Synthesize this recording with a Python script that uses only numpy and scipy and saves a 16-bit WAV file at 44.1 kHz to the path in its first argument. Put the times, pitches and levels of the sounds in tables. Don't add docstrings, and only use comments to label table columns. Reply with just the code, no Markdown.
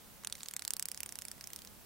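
import sys
import numpy as np
from scipy import signal
from scipy.fft import rfft, irfft
from scipy.io import wavfile
from scipy.ndimage import uniform_filter1d, minimum_filter1d

SR = 44100
rng = np.random.default_rng(int(sys.argv[2]) if len(sys.argv) > 2 else 0)


def unload_audio(sound):
    columns = np.transpose(np.atleast_2d(sound))
    steps = np.round(np.clip(columns, -1, 1) * 32767)
    wavfile.write(sys.argv[1], SR, steps.astype(np.int16))


def decibels_to_gain(level_db):
    exponent = np.asarray(level_db, float) / 20
    return 10 ** exponent


N = 81585

# (frequency [Hz], density [dB/Hz])
AIR_SPECTRUM = [(12, -62), (45, 0), (200, -8), (330, -10.5), (1400, -15.5), (2000, -18.5), (8000, -19.5),
                (16000, -17)]
# (frequency [Hz], share [0..1])
AIR_CORRELATION = [(100, 0), (640, 0.4), (15000, 0.23)]
# (time [s], crack level [dB], vein tick lead [ms], low
# mode [Hz], high mode [Hz])
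WING_SNAPS = [(0.2369, -38, 1, 1310, 7960), (0.248, -20, 0.73, 2950, 8600),
              (0.2724, -15, 0.21, 4860, 9300), (0.2995, -31.5, 0.58, 3830, 8250),
              (0.3256, -16, 0.86, 4100, 9600), (0.3535, -26.5, 0.53, 2500, 8100),
              (0.3811, -40, 1, 1810, 7100), (0.4068, -32.5, 0.82, 4400, 7360),
              (0.4183, -43, 0.71, 1380, 4500), (0.4325, -21.5, 0.28, 3920, 8200),
              (0.4599, -27.5, 0.65, 4070, 7200), (0.4856, -17.5, 0.5, 4600, 7550),
              (0.5115, -27, 0.61, 1930, 9900), (0.5378, -20, 0.89, 1840, 7900),
              (0.5655, -14, 0.51, 1990, 7960), (0.5945, -23.5, 0.71, 4700, 8000),
              (0.6222, -20.5, 0.83, 1940, 7850), (0.6507, -16.5, 0.12, 4440, 7960),
              (0.6787, -11.5, 0.41, 4870, 8200), (0.7067, -11, 0.64, 4800, 8060),
                (0.7363, -12.5, 0.59, 4770, 8440), (0.7671, -17, 0.23, 4570, 8500),
                (0.7965, -12.5, 0.37, 1660, 8900), (0.826, -13, 0.6, 5200, 8350),
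                (0.8561, -15.5, 0.39, 5370, 8560), (0.8864, -17.5, 0.57, 1950, 8000),
                (0.9166, -16.5, 0.38, 5370, 9600), (0.9462, -24, 0.67, 5600, 8050),
                (0.9758, -23, 0.59, 5640, 9500), (1.0048, -17, 0.38, 2330, 9700),
                (1.0327, -17, 0.34, 2570, 10300), (1.0617, -22.5, 0.86, 1520, 8800),
                (1.0917, -24, 0.49, 5700, 9200), (1.1238, -23, 0.41, 5470, 9000),
                (1.156, -21.5, 0.54, 5800, 9500), (1.1886, -19.5, 0.72, 5470, 9900),
                (1.2207, -21.5, 0.58, 5770, 9450), (1.2524, -22, 0.4, 5830, 8700),
                (1.2841, -22.5, 0.55, 6140, 9100), (1.3155, -21, 0.52, 5000, 9800),
              (1.2152, -36, 0.29, 8500, 5500), (1.3804, -45, 0.38, 1980, 8800),
              (1.4106, -25, 0.39, 5500, 5800), (1.4411, -25.5, 0.58, 5450, 8600),
              (1.473, -22.5, 0.41, 6100, 10300), (1.5037, -32.5, 0.57, 2010, 7260),
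              (1.5337, -21.5, 0.94, 3260, 6740), (1.5618, -21, 0.32, 5340, 8900),
              (1.59, -30, 0.61, 3460, 9100), (1.62, -33.5, 0.65, 3680, 6760),
              (1.6498, -30.5, 0.59, 2240, 7500), (1.6739, -35.5, 0.71, 3450, 4970)]
# (low ring [dB], high ring [dB], bass [dB], treble [dB],
# extra left shading [dB])
WING_ATTITUDE = [(10, -3, 7, -8, -1), (-2, -1, -2, -5, 0), (1.5, 8, 3.5, 0, -1.5), (-8, 6, 11, 2, -1.5),
                 (5.5, 8, -1, -3, 0), (-1, 2, 3, -5, 0.5), (14, 2, -1, -2, -1), (11, 5, 12, 7, 0.5),
                 (10, -3, 1, -3, -1), (-8, 4, 7, 3, -0.5), (11, 14, 10, 0.0, 2), (12, 12, 1, 7, 1),
                 (9, 3.5, -7, 0.5, 0), (-0.5, 0, -2.5, 0, 1), (-6, 7.5, 0.5, 0.5, -1.0),
                 (5.5, 9, 6, 0.5, 1), (-2, -2, -0.5, -8, 0.5), (15, 11, 6, 8, 0.5),
                 (3.0, 10.5, 3.5, 2, 1), (7.0, 11.5, 2, 0.5, 0.5), (4.9, 12.5, 3, 2, 0),
                   (3.5, 2, 5.5, 8, 1.5), (5.9, 6.5, -3, -0.5, 1), (8.9, 8.5, 2, 0.5, 1),
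                   (4.5, 12, 7, 6, 1.5), (5.8, 1, -7.5, 2, 3.0), (1.9, 7.5, 3.5, 1.5, 3),
                   (10, -0.5, 7, -2, 3.5), (7.0, 8, 4.5, -9, 2.5), (7.8, 7, -2.5, -2, 3.0),
                   (5.9, -4, -0.5, 0.5, 1.5), (5.5, 2, -4.5, -5, 2.5), (7.5, 8, 5, -1, 1),
                   (3.6, 7, 5, -3, 2), (5.0, 8, 7, -1.5, 1.5), (4.5, 8.5, 3, 0, 3), (5.4, 6, 2.5, 4.0, 1),
                   (3, 15, 11.5, 1, 0.5), (5.2, 10, 6.5, -0.5, 1), (3.0, 5.5, 0.0, -4, 0),
                 (13.0, 0.0, 3.0, -0.5, -2), (10, 0.0, 3, -8, 0.0), (5, 9, 5.5, 0, 0.5),
                 (10, 5, 0.5, -4, 3), (0.5, 9, 2.5, -1, -0.5), (11, -3, -7, -5, 2), (5, 9, 3.5, 11, 0.5),
                 (7, 10, -3, -0.5, 3), (4, -5, -2, -2, 2.5), (8, -6, -3, 1, 2), (5, -12, -1.5, -1, 1.0),
                 (-5, 12, 5, 3, 2)]
WING_CANCEL_HZ = [2400, 4320, 2120, 1710, 2060, 1620, 2210, 3170, 2400, 2760, 1490, 2480, 2190, 5200, 3000,
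                  6060, 3250, 2660, 2500, 3950, 1950, 3370, 3120, 3940, 3460, 2760, 3820, 2890, 3940, 3940,
                  3270, 4500, 4590, 4080, 3590, 4450, 4000, 3370, 2980, 4040, 3000, 3400, 3370, 4190, 4450,
                  5360, 2720, 2720, 2800, 1710, 3000, 2600]
# (time [s], left shading [dB], treble [dB], bass [dB], echo [dB])
FLIGHT_PATH = [
    (.2, 5, -15.5, 2.5, -1),
    (.4, 4, -17.5, 2.5, 11),
    (.7, 6, -6.5, 3, 3.5),
    (.95, 4.5, -7, 1, 6.5),
    (1.3, 6.5, -9.5, 5.5, 8),
    (1.7, 5.5, -5.5, 1.5, 6.5),
]
# (frequency [Hz], share [1])
SHADE_SHARE = [(1000, 2), (3000, 1.35), (6000, 0.69), (9000, 0.27), (12000, 0.55), (16000, 1.2)]
# (frequency [Hz], gain [dB])
CRACK_SPECTRUM = [(300, -48), (800, -12.5), (2000, -7.5), (5000, -3.5), (8500, -4.5), (11500, -4),
                  (15500, 5.5), (17500, -17.5)]
# (time [s], level [dB])
RUSTLE_LEVEL = [
    (.3, -101),
    (.36, -57.5),
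    (.42, -62.5),
    (.5, -62),
    (1.52, -80),
    (1.58, -62),
    (1.66, -107),
]
# (frequency [Hz], threshold offset [dB])
GATE_BIAS = [(2000, -12), (4000, -1.5), (16000, 2.5)]

SNAP_SIZE, SNAP_ONSET = 2048, 100
SNAP_HZ = np.fft.rfftfreq(SNAP_SIZE, 1 / SR)
SNAP_MS = (np.arange(SNAP_SIZE) - SNAP_ONSET) * 1000 / SR
HISS_EDGE_HZ = 15900


def evened(x):
    return x / np.sqrt(np.mean(x ** 2) + 1e-20)


def read(points, hz):
    f, value = np.transpose(points)
    return np.interp(np.log(hz + 1), np.log(f + 1), value)


def causal(db):
    log_gain = db * np.log(10) / 20
    full = np.concatenate([log_gain, log_gain[-2:0:-1]])
    return np.exp(np.conj(signal.hilbert(full))[:len(db)])


def air():
    air_db, drone_db, left_db = -57, -73, -1.5
    patch_db, swell_db, gust_db, gust_hz = 0.4, 0.83, .8, 280
    drone_hz, drone_width_hz = 204, 30
    frames, hz = N // 512 + 5, np.fft.rfftfreq(2048, 1 / SR)
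    a, b, c, d, patches = rng.standard_normal((frames, 1025, 5)).T
    patches = uniform_filter1d(patches, size=20, axis=0)
    patches = evened(uniform_filter1d(patches, size=8, axis=1))
    swell = evened(uniform_filter1d(rng.standard_normal(frames), size=12))
    same = np.clip(read(AIR_CORRELATION, hz), -1, 1)[:, None]
    left = a + 1j * b
    right = same * left + np.sqrt(1 - same ** 2) * (c + 1j * d)
    z = np.array([left * decibels_to_gain(left_db), right])
    wind_db = swell_db + gust_db / (1 + (hz[:, None] / gust_hz) ** 4)
    z = z * decibels_to_gain(patch_db * patches + wind_db * swell)

    def layer(gain):
        return evened(signal.istft(z * gain[:, None], nperseg=2048, noverlap=1536)[1][:, :N])

    hiss = layer(decibels_to_gain(read(AIR_SPECTRUM, hz)) * (hz < HISS_EDGE_HZ))
    drone = layer(np.exp(-.5 * ((hz - drone_hz) / drone_width_hz * 2) ** 2))
    return decibels_to_gain(air_db) * hiss + decibels_to_gain(drone_db) * drone


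def delay(sec):
    return np.exp(-2j * np.pi * SNAP_HZ * sec)


def mode(f, width_hz):
    return 1 / (1 + 1j * (SNAP_HZ ** 2 - f ** 2) / (SNAP_HZ + 1) / width_hz)


def veins(db, lead_ms, noise, chance):
    from_ms, t60_ms, crackle_db, tick_db, ticks_per_ms = .75, 6, -6, -1, 7
    rise_db_per_ms, vein_low_hz = 5, 2500
    relative_db = np.clip(-.55 * (db + 36), -17, 0)
    ticks = noise * (chance < ticks_per_ms * 1000 / SR) * (SNAP_MS > -from_ms)
    decay_db = -60 * np.maximum(SNAP_MS, 0) / t60_ms
    rise_db = rise_db_per_ms * np.minimum(SNAP_MS, 0)
    ticks = ticks * decibels_to_gain(crackle_db + relative_db + decay_db + rise_db)
    impulses = 1 + decibels_to_gain(tick_db + relative_db) * delay(-lead_ms / 1000)
    thin = SNAP_HZ / (SNAP_HZ - 1j * vein_low_hz)
    return delay(SNAP_ONSET / SR) * impulses + rfft(ticks) * thin


def membrane(low_hz, high_hz, low_db, high_db, bass_db, treble_db, cancel_hz):
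    treble_hz, bass_hz, high_width_hz, low_width_share = 11970, 2920, 1900, .4
    cancel_depth, cancel_width_share = .85, .28
    tilt_db = treble_db / (1 + (treble_hz / (SNAP_HZ + 1)) ** 8)
    tilt_db = tilt_db + bass_db / (1 + (SNAP_HZ / bass_hz) ** 4)
    ring = 1 + decibels_to_gain(high_db) * mode(high_hz, high_width_hz)
    ring = ring + decibels_to_gain(low_db) * mode(low_hz, low_hz * low_width_share)
    ring = ring * (1 - cancel_depth * mode(cancel_hz, cancel_hz * cancel_width_share))
    body = causal(read(CRACK_SPECTRUM, SNAP_HZ) + tilt_db) * ring
    return body / np.abs(signal.hilbert(irfft(body))).max()


def scatter(echo_db, right_noise, left_only_noise):
    grass_t60_ms, grass_db, same = 26.7, -18, 0.25
    ground_ms, ground_spread_ms, ground_db = 3.9, .7, -29
    grass = decibels_to_gain(grass_db - 60 * np.maximum(SNAP_MS, 0) / grass_t60_ms) * (SNAP_MS > 0)
    ground = decibels_to_gain(ground_db) * np.exp(-.5 * ((SNAP_MS - ground_ms) / ground_spread_ms) ** 2)
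    shape = (grass + ground) * np.sqrt(1000 / SR / 2)
    left = same * right_noise + np.sqrt(1 - same ** 2) * left_only_noise
    noise = np.array([left, right_noise])
    return rfft(shape * noise) / delay(SNAP_ONSET / SR) * decibels_to_gain(echo_db)


def snap(s, db, lead_ms, low_hz, high_hz, attitude, cancel_hz, draw):
    snap_db, left_lag_s = 1.5, -1.8e-5
    path_s, *path_db = np.transpose(FLIGHT_PATH)
    left_db, treble_db, bass_db, echo_db = (np.interp(s, path_s, v) for v in path_db)
    low_db, high_db, bass_db, treble_db, left_db = np.add(attitude, (0, 0, bass_db, treble_db, left_db))
    drive = veins(db, lead_ms, draw[0], draw[1])
    body = membrane(low_hz, high_hz, low_db, high_db, bass_db, treble_db, cancel_hz)
    left = decibels_to_gain(-left_db * read(SHADE_SHARE, SNAP_HZ)) * delay(left_lag_s)
    ports = np.array([left, np.ones(len(SNAP_HZ))])
    heard = ports + scatter(echo_db, draw[2], draw[3]) * np.sqrt(abs(ports))
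    place = s * SR - SNAP_ONSET
    out = irfft(drive * body * heard * delay(place % 1 / SR))
    return int(place), decibels_to_gain(db + snap_db) * out


def grasshopper():
    rows = WING_SNAPS
    attitudes = WING_ATTITUDE
    out = np.zeros((2, N + SNAP_SIZE))
    draws = rng.standard_normal((len(rows), 4, SNAP_SIZE))
    draws[:, 1] = rng.random((len(rows), SNAP_SIZE))
    for row, attitude, cancel_hz, draw in zip(rows, attitudes, WING_CANCEL_HZ, draws):
        at, sound = snap(*row, attitude, cancel_hz, draw)
        out[:, at:at + SNAP_SIZE] += sound
    return out[:, :N]


def rustle():
    low_hz, grains_per_s, spread_db = 3570, 2300, 5
    grains = (rng.random((2, N)) < grains_per_s / SR) * rng.standard_normal((2, N))
    wander = evened(uniform_filter1d(rng.standard_normal(N), size=200))
    grains = grains * decibels_to_gain(spread_db * wander)
    band = signal.butter(2, [low_hz, HISS_EDGE_HZ], "band", fs=SR, output="sos")
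    grains = signal.sosfilt(band, grains + .5 * grains[::-1])
    return evened(grains) * decibels_to_gain(np.interp(np.arange(N) / SR, *np.transpose(RUSTLE_LEVEL)))


def scene():
    return grasshopper() + air() + rustle()


def starve(x):
    gate_offset_db, gate_slope, spread_db, loud_ref_db, top_opens_db = -1.5, .55, 3.2, -34, -43
    window = np.sin(np.pi * (np.arange(256) + .5) / 256)
    hz, t, z = signal.stft(x, SR, window=window, nperseg=256)
    power = (abs(z) ** 2).mean(0)
    frame_db = 10 * np.log10(power.sum(0) + 1e-12)
    loud_db = -minimum_filter1d(-frame_db, size=19)
    smooth = uniform_filter1d(uniform_filter1d(power, size=4, axis=0), size=2, axis=1)
    cell_db = 10 * np.log10(smooth + 1e-20)
    over_db = cell_db - np.median(cell_db, axis=1, keepdims=True)
    chance = rng.standard_normal((len(t) // 2 + 1, len(hz) // 4 + 1))
    chance = chance.repeat(2, axis=0).repeat(4, axis=1)[:len(t), :len(hz)].T
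    gate_db = gate_offset_db + gate_slope * (loud_db - loud_ref_db) + read(GATE_BIAS, hz)[:, None]
    keep = over_db + spread_db * chance > np.minimum(gate_db, 3)
    keep = keep & ((hz[:, None] < HISS_EDGE_HZ) | (frame_db > top_opens_db))
    return signal.istft(z * keep, SR, window=window, nperseg=256)[1][:, :N]


def roll_off(x):
    return signal.sosfilt(signal.butter(12, 17140, fs=SR, output="sos"), x)


def record(dry):
    low_pass = signal.firwin(255, 16700, window=("kaiser", 9), fs=SR)
    limited = signal.oaconvolve(dry, low_pass[None], "same")
    mix = starve(limited)
    return roll_off(mix)


dry = scene()
out = record(dry)
unload_audio(out)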